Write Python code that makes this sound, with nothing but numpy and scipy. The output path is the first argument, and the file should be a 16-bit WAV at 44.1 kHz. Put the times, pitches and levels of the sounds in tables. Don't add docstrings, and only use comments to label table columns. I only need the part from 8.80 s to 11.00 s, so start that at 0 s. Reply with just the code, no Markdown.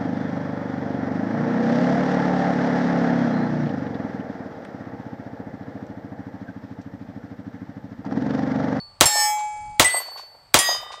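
import sys
import numpy as np
from scipy import signal
from scipy.fft import rfft, irfft, next_fast_len
from scipy.io import wavfile
from scipy.ndimage import uniform_filter1d

SR = 44100
rng = np.random.default_rng(int(sys.argv[2]) if len(sys.argv) > 2 else 0)


def amplitude_ratio(level_db):
    exponent = np.asarray(level_db, float) / 20
    return 10 ** exponent


def dump(signal):
    limited = np.clip(np.atleast_2d(signal).T, -1, 1)
    pcm = np.round(limited * 32767).astype(np.int16)
    wavfile.write(sys.argv[1], SR, pcm)


N = 97020
T = np.arange(N) / SR
STEP = 32
COARSE = np.arange(0, N + STEP, STEP) / SR
RING_DELAY_S = .0467


def fade(t, t60_s):
    return (t >= 0) * np.exp(-np.log(1000) * np.maximum(t, 0) / t60_s)


def bell(t, center_s, width_s):
    return np.exp(-((t - center_s) / width_s) ** 2)


def band(low_hz, high_hz):
    edges_hz = [low_hz, min(high_hz, .45 * SR)]
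    sos = signal.butter(3, edges_hz, "band", fs=SR, output="sos")
    x = signal.sosfilt(sos, rng.standard_normal(N))
    return x / x.std()


def walk(rate_hz):
    hold, n = int(SR / STEP / rate_hz), len(COARSE)
    steps = np.repeat(rng.standard_normal(n), hold)[:n]
    return 1.3 * uniform_filter1d(uniform_filter1d(steps, hold), hold)


def fine(envelope):
    return np.interp(T, COARSE, envelope)


def late(x, delay_s):
    k = int(delay_s * SR)
    return np.r_[np.zeros(k), x[:N - k]]


def wind():
    # time_s, level_db
    gusts = [(0, -58.5), (0.301, -62), (.74, -61), (0.893, -44.5), (1.1, -75), (1.97, -58.5), (2.2, -70)]
    time_s, level_db = np.array(gusts).T
    return fine(amplitude_ratio(np.interp(COARSE, time_s, level_db) + 1.2 * walk(36))) * band(20, 150)


def air():
    # pitch_hz, density_db (dB per Hz)
    spectrum = [(200, -19), (500, -10.5), (900, -5), (2000, -15.5), (5000, -23.5), (12000, -42.5)]
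    pitch_hz, density_db = np.array(spectrum).T
    size = next_fast_len(N)
    bin_hz = np.arange(size // 2 + 1) * SR / size
    shape = amplitude_ratio(np.interp(np.log(bin_hz + 1), np.log(pitch_hz), density_db))
    noise = irfft(rfft(rng.standard_normal(size)) * shape, size)[:N]
    return amplitude_ratio(-60.5) * noise / noise.std()


def insects():
    pulses = np.cos(np.pi * 58 * T) ** 2
    return amplitude_ratio(-62.5) * (pulses * band(4250, 4900) + amplitude_ratio(-11) * band(7400, 8900))


def earlier_rings():
    # pitch_hz, level_db, t60_s
    rings = [(4454, -33.5, 0.42), (1180, -58, 1.7), (12530, -76.5, .9)]
    return sum(amplitude_ratio(db) * fade(T, t60_s) * np.sin(2 * np.pi * hz * T) for hz, db, t60_s in rings)


def scatter():
    # pitch_hz, near_db, near_t60_s, field_db, field_t60_s
    bands = [(60.6, -27.5, 0.16, -70, .5), (147, -29.5, 0.18, -64, 0.38), (388, -23.5, 0.2, -44.5, 0.79),
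             (761, -12, 0.2, -39.5, 1.74), (1567, -20.5, 0.28, -31, 0.91), (3024, -13, 0.18, -24.5, 0.64),
             (6210, -13, 0.17, -29, .6), (9200, -21, 0.13, -32, 0.17), (14000, -23, 0.17, -38, .4)]
    near, far, t = 0, 0, COARSE
    rise = 1 - np.exp(-(t / .043) ** 2)
    for hz, near_db, near_t60_s, field_db, field_t60_s in bands:
        near_size = amplitude_ratio(near_db + 0.8 * walk(120)) * fade(t, near_t60_s)
        near = near + fine(near_size) * band(hz / 1.38, hz * 1.433)
        far_size = amplitude_ratio(field_db + 1.3 * walk(40)) * rise * fade(t, field_t60_s)
        far = far + fine(far_size) * band(hz / 1.45, hz * 1.3)
    return near, far


def bank_echoes():
    delays = (.113, .150, .163, .174, .186, .209, .222, .263, .290, .323, .367, .384, .400, .44, .555)
    levels = (-56, -18, -29.5, -27, -29, -27.5, -33.5, -41.5, -32, -37, -33, -40, -32.5, -42, -43)
    echo_hz, spread, slap_s = 785, 1.436, .0045
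    slaps = fine(sum(amplitude_ratio(db) * bell(COARSE, s, slap_s) for s, db in zip(delays, levels)))
    tone = band(echo_hz / spread, echo_hz * spread)
    loudness = (uniform_filter1d(tone ** 2, size=300) + .1) ** .5
    return slaps * tone / loudness


def tree_line():
    t, top_hz = T - .372, 5400
    rise = np.clip(t / 0.0096, 0, 1)
    leaves = band(850, top_hz) + amplitude_ratio(-11.5) * band(top_hz, 8800)
    return amplitude_ratio(-37.5) * fade(t, 0.23) * rise * leaves


def partial(start_s, hz, size, swing):
    # pitch_hz, delay_s, width_s
    nulls = [(8228, .048, .011), (8228, .116, .005), (4487, .016, .006), (4487, .046, .006),
             (12530, .25, .012), (13810, .205, .015)]
    share, period_s, decay_s = swing
    k = int(start_s * SR)
    t, slow = T[k:] - start_s, np.maximum(COARSE - start_s, 0)
    gaps = np.prod([1 - .85 * bell(slow, s, w) for null_hz, s, w in nulls if null_hz == hz], axis=0)
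    shimmer = amplitude_ratio(.5 * walk(25))
    size = np.interp(T[k:], COARSE, size * gaps * shimmer)
    size = size * (1 - np.exp(-t * hz / 9))
    bend = -share * np.cos(2 * np.pi * slow / period_s) * np.exp(-slow / decay_s) * (slow > 0)
    shift_s = np.cumsum(bend) * STEP / SR
    return np.r_[np.zeros(k), size * np.sin(2 * np.pi * hz * (t + np.interp(T[k:], COARSE, shift_s)))]


def chains(shot, start_s, swing):
    # pitch_hz, level_db, t60_s
    links = [
        [(8921, -45, 2.2), (8944, -43, 1.7)],
        [(12530, -54, 1.6)],
        [(13138, -40, .45)],
    ]
    t = np.maximum(COARSE - start_s, 0) + RING_DELAY_S
    return sum(partial(start_s, hz, amplitude_ratio(db) * fade(t, t60_s), swing) for hz, db, t60_s in links[shot])


def weak_partials(shot, start_s, swing):
    # pitch_hz, level_db, swell_delay_s
    big = [(1155, -39, .17), (1685, -46, .21), (3014, -42, .17), (3773, -40, .04), (4028, -43, .14),
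           (4689, -37, .17), (5053, -44, .05), (5455, -35, .15), (5626, -40, .04), (6810, -40, .17),
           (8312, -42, .13), (9703, -46, .12), (10057, -51, .18), (10339, -51, .18), (11230, -43, .1),
           (11690, -55, .18), (11778, -48, .17), (12885, -49, .05), (13324, -52, .2), (13510, -52, .12),
           (14510, -58, .17), (15088, -51, .05)]
    # pitch_hz, level_db, swell_delay_s
    disc = [(6217, -42, .04), (7189, -43, .04), (8641, -50, .14), (9968, -46, .04), (12120, -53, .09),
            (12369, -50, .04), (13090, -54, .1), (13864, -62, .16), (14422, -56, .04), (14989, -64, .13),
            (15701, -55, .04)]
    # pitch_hz, level_db, swell_delay_s
    mid = [(1137, -33, .04), (4833, -43, .14), (6049, -45, .14), (7008, -44, .14), (7563, -37, .04),
           (8231, -37, .03), (9895, -46, .05), (10824, -42, .06), (11337, -44, .05), (11900, -62, .22),
           (14155, -58, .07), (14940, -47, .06), (15640, -51, .05)]
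    # gain_db, swell_width_s, tail_share, tail_t60_s
    laws = [
        (0.1, 0.053, 0.56, 0.99),
        (0.1, 0.024, 0.069, 0.45),
        (0.1, 0.05, .2, .8),
    ]
    gain_db, width_s, tail, t60_s = laws[shot]
    t, out = np.maximum(COARSE - start_s, 0), 0
    for hz, db, delay_s in (big, disc, mid)[shot]:
        size = bell(t, delay_s, width_s) + tail * fade(t, t60_s * (5000 / hz) ** 0.15)
        out = out + partial(start_s, hz, amplitude_ratio(db + gain_db) * size, swing)
    return out


def later_lobes(shot, start_s, swing):
    # pitch_hz, level_db, delay_s, width_s
    lobes = [
        [(843, -33, .38, .05), (1685, -57, .4, .2), (4028, -60, .3, .08), (8944, -43, .16, .05)],
        [(4487, -44, .33, .08), (8228, -58, .25, .05), (8228, -26, .137, .011), (12530, -52, .08, .035),
         (12530, -60, .31, .05)],
        [(13810, -58, .235, .025), (6421, -38, .11, .025)],
    ]
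    t = np.maximum(COARSE - start_s, 0)
    return sum(partial(start_s, hz, amplitude_ratio(db) * bell(t, s, w), swing) for hz, db, s, w in lobes[shot])


def strong_partials(shot, start_s, swing):
    # pitch_hz, strike_db, swell_db, swell_delay_s, ring_db
    big_face = [(843, -36.0, -27.0, 0.251, -11.0), (1786, -29.0, -24.0, 0.135, -51.0),
                (2050, -34.0, -40.0, 0.222, -41.0), (2277, -33.0, -48.0, 0.243, -20.0),
                (3280, -31.0, -42.0, 0.239, -34.0), (4343, -24.0, -30.0, 0.087, -48.0),
                (5181, -36.0, -28.0, 0.169, -35.0), (5347, -14.0, -21.0, 0.15, -37.0),
                (6315, -32.0, -47.0, 0.268, -26.0), (6488, -24.0, -27.0, 0.169, -44.0),
                (7002, -41.0, -39.0, 0.16, -26.0), (7366, -31.0, -41.0, 0.3, -22.0),
                (7552, -12.0, -26.0, 0.067, -47.0), (7863, -46.0, -25.0, 0.154, -28.0)]
    # pitch_hz, strike_db, swell_db, swell_delay_s, ring_db
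    big_rim = [(1325, -34.0, -49.0, 0.216, -43.0), (2576, -49.0, -53.0, 0.192, -34.0),
               (8175, -50.0, -29.0, 0.167, -29.0), (8634, -22.0, -70.0, 0.04, -36.0),
               (8995, -16.0, -54.0, 0.156, -46.0), (10191, -38.0, -46.0, 0.191, -20.0),
               (10277, -22.0, -52.0, 0.04, -45.0), (10545, -30.0, -44.0, 0.192, -25.0),
               (12281, -27.0, -40.0, 0.132, -70.0), (13028, -32.0, -46.0, 0.171, -24.0),
               (13299, -23.0, -52.0, 0.088, -48.0), (13959, -40.0, -39.0, 0.199, -22.0),
               (14242, -60.0, -40.0, 0.209, -25.0), (14939, -60.0, -47.0, 0.197, -30.0)]
    # pitch_hz, strike_db, swell_db, swell_delay_s, ring_db
    small_disc = [(1997, -11.0, -27.0, 0.125, -42.0), (4487, -60.0, -43.0, 0.113, -15.0),
                  (7544, -50.0, -39.0, 0.123, -48.0), (8228, -23.0, -17.5, 0.026, -70.0),
                  (8228, -70.0, -21.0, 0.112, -40.0), (10205, -40.0, -42.0, 0.04, -70.0),
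                  (11060, -60.0, -57.0, 0.132, -70.0), (12530, -45.0, -34.0, 0.148, -30.0)]
    # pitch_hz, strike_db, swell_db, swell_delay_s, ring_db
    mid_face = [(1207, -34.0, -54.0, 0.141, -30.0), (1904, -21.0, -25.0, 0.078, -49.0),
                (1955, -37.0, -52.0, 0.068, -33.0), (3058, -31.0, -40.0, 0.143, -29.0),
                (3301, -22.0, -37.0, 0.079, -50.0), (3663, -35.0, -35.0, 0.114, -23.0),
                (3855, -37.0, -40.0, 0.098, -38.0), (4921, -21.0, -21.0, 0.117, -27.0),
                (5425, -43.0, -44.0, 0.128, -41.0), (6421, -30.0, -28.0, 0.102, -49.0),
                (7283, -19.0, -40.0, 0.077, -48.0), (8641, -39.0, -51.0, 0.12, -43.0),
                (9028, -28.0, -45.0, 0.043, -70.0), (9082, -16.0, -55.0, 0.101, -70.0)]
    # pitch_hz, strike_db, swell_db, swell_delay_s, ring_db
    mid_rim = [(9557, -31.0, -49.0, 0.081, -47.0), (10441, -27.0, -51.0, 0.059, -70.0),
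               (12821, -42.0, -45.0, 0.05, -70.0), (13143, -60.0, -36.0, 0.087, -43.0),
               (13810, -41.0, -70.0, 0.12, -23.0)]
    # strike_t60_s, swell_width_s, ring_t60_s at 1 kHz, t60_fall (exponent), gain_recovery_s
    laws = [
        (0.156, 0.08, 1.66, 0.257, 0.3),
        (0.143, 0.078, 2.301, 0.601, 0.3),
        (0.301, 0.031, 1.412, 0.305, 0.3),
        (0.142, 0.067, 1.978, 0.453, 0.3),
        (0.185, 0.064, 0.5, 0.095, 0.3),
    ]
    parts = list(zip([big_face, big_rim, small_disc, mid_face, mid_rim], laws))
    t, out = np.maximum(COARSE - start_s, 0), 0
    for modes, law in (parts[:2], parts[2:3], parts[3:])[shot]:
        strike_t60_s, width_s, ring_t60_s, fall, recovery_s = law
        for hz, strike_db, swell_db, delay_s, ring_db in modes:
            size = amplitude_ratio(strike_db) * fade(t, strike_t60_s)
            size = size + amplitude_ratio(swell_db) * bell(t, delay_s, width_s)
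            ring = (1 - np.exp(-t / recovery_s)) * fade(t, ring_t60_s * (1000 / hz) ** fall)
            out = out + partial(start_s, hz, size + amplitude_ratio(ring_db) * ring, swing)
    return out


def plate(shot, start_s):
    # share, period_s, decay_s
    swings = [
        (.0004, .7, 1.),
        (.0028, .3, .35),
        (.0007, .32, .3),
    ]
    swing = swings[shot]
    out = strong_partials(shot, start_s, swing) + weak_partials(shot, start_s, swing)
    return out + later_lobes(shot, start_s, swing) + chains(shot, start_s, swing)


def splash(shot, start_s):
    levels = (-26, -23, -15)
    return amplitude_ratio(levels[shot]) * fade(T - start_s, 0.11) * band(5000, 11000)


def haze(shot, start_s):
    levels = (-35.5, -47, -42.5)
    swell = bell(T - start_s, .13, 0.069) * (T > start_s)
    return amplitude_ratio(levels[shot]) * swell * fine(amplitude_ratio(1.8 * walk(60))) * band(2800, 10500)


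def low_bump(shot, start_s):
    # delay_s, level_db, width_s, top_hz
    puffs = [
        (.054, -32.5, .012, 173),
        (0.05, -35, 0.037, 62),
        (.05, -35, 0.0064, 310),
    ]
    delay_s, db, width_s, top_hz = puffs[shot]
    return amplitude_ratio(db) * bell(T - start_s, delay_s, width_s) * band(30, top_hz)


def blast(start_s):
    # delay_s, level_db, length_s
    bounces = [(.0059, -1, .0003), (.0067, -1.5, 0.0006), (.009, -5, 0.0004), (0.0105, -6, 0.0004),
               (.015, -11, .0004), (0.0318, -9, 0.0004), (0.0327, -9, .0004)]
    lead_s, crack_s, crack_hz = .01, 0.0021, 6200
    t = T[:4096] - lead_s
    gate = (t >= 0) * np.exp(-(np.maximum(t, 0) / crack_s) ** 4)
    out = amplitude_ratio(12.5) * gate * band(crack_hz / 5.11, crack_hz * 1.3)[:4096]
    out += amplitude_ratio(-34) * fade(t + .0035, 0.0063) * band(1500, 14000)[:4096]
    out += amplitude_ratio(-19) * fade(t, 0.035) * np.sin(2 * np.pi * 160 * t)
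    for delay_s, db, length_s in bounces:
        u = (t - delay_s) / length_s
        shoulders = .35 * np.exp(-(u - 1.2) ** 2) + .25 * np.exp(-(u + 1.2) ** 2)
        out += amplitude_ratio(db) * (shoulders - 1.2 * np.exp(-(2 * u) ** 4))
    return late(np.r_[out, np.zeros(N)], start_s - lead_s)


def scene():
    starts = (.2089, .9966, 1.7419)
    # level_db, echo_db
    shots = [
        (.1, -5),
        (.1, -2.5),
        (.1, -0.45),
    ]
    near, far = scatter()
    far = far + bank_echoes() + tree_line()
    out = earlier_rings() + amplitude_ratio(13.5) * np.roll(far, -SR)
    for shot, (start_s, (db, echo_db)) in enumerate(zip(starts, shots)):
        hit_s = start_s + RING_DELAY_S
        out = out * amplitude_ratio(-29.5 * (T >= start_s))
        out = out + amplitude_ratio(db) * (blast(start_s) + late(near, start_s))
        out = out + amplitude_ratio(echo_db) * late(far, start_s) + low_bump(shot, start_s)
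        out = out + plate(shot, hit_s) + splash(shot, hit_s) + haze(shot, hit_s)
    return (out + wind() + insects() + air())[None]


def roll_off(x):
    return signal.sosfilt(signal.butter(12, 15970, fs=SR, output="sos"), x)


def record(dry):
    ceiling = 0.95
    flat = dry / (1 + np.abs(dry / ceiling) ** 4) ** 0.32
    return roll_off(flat)


dry = scene()
out = record(dry)
dump(out)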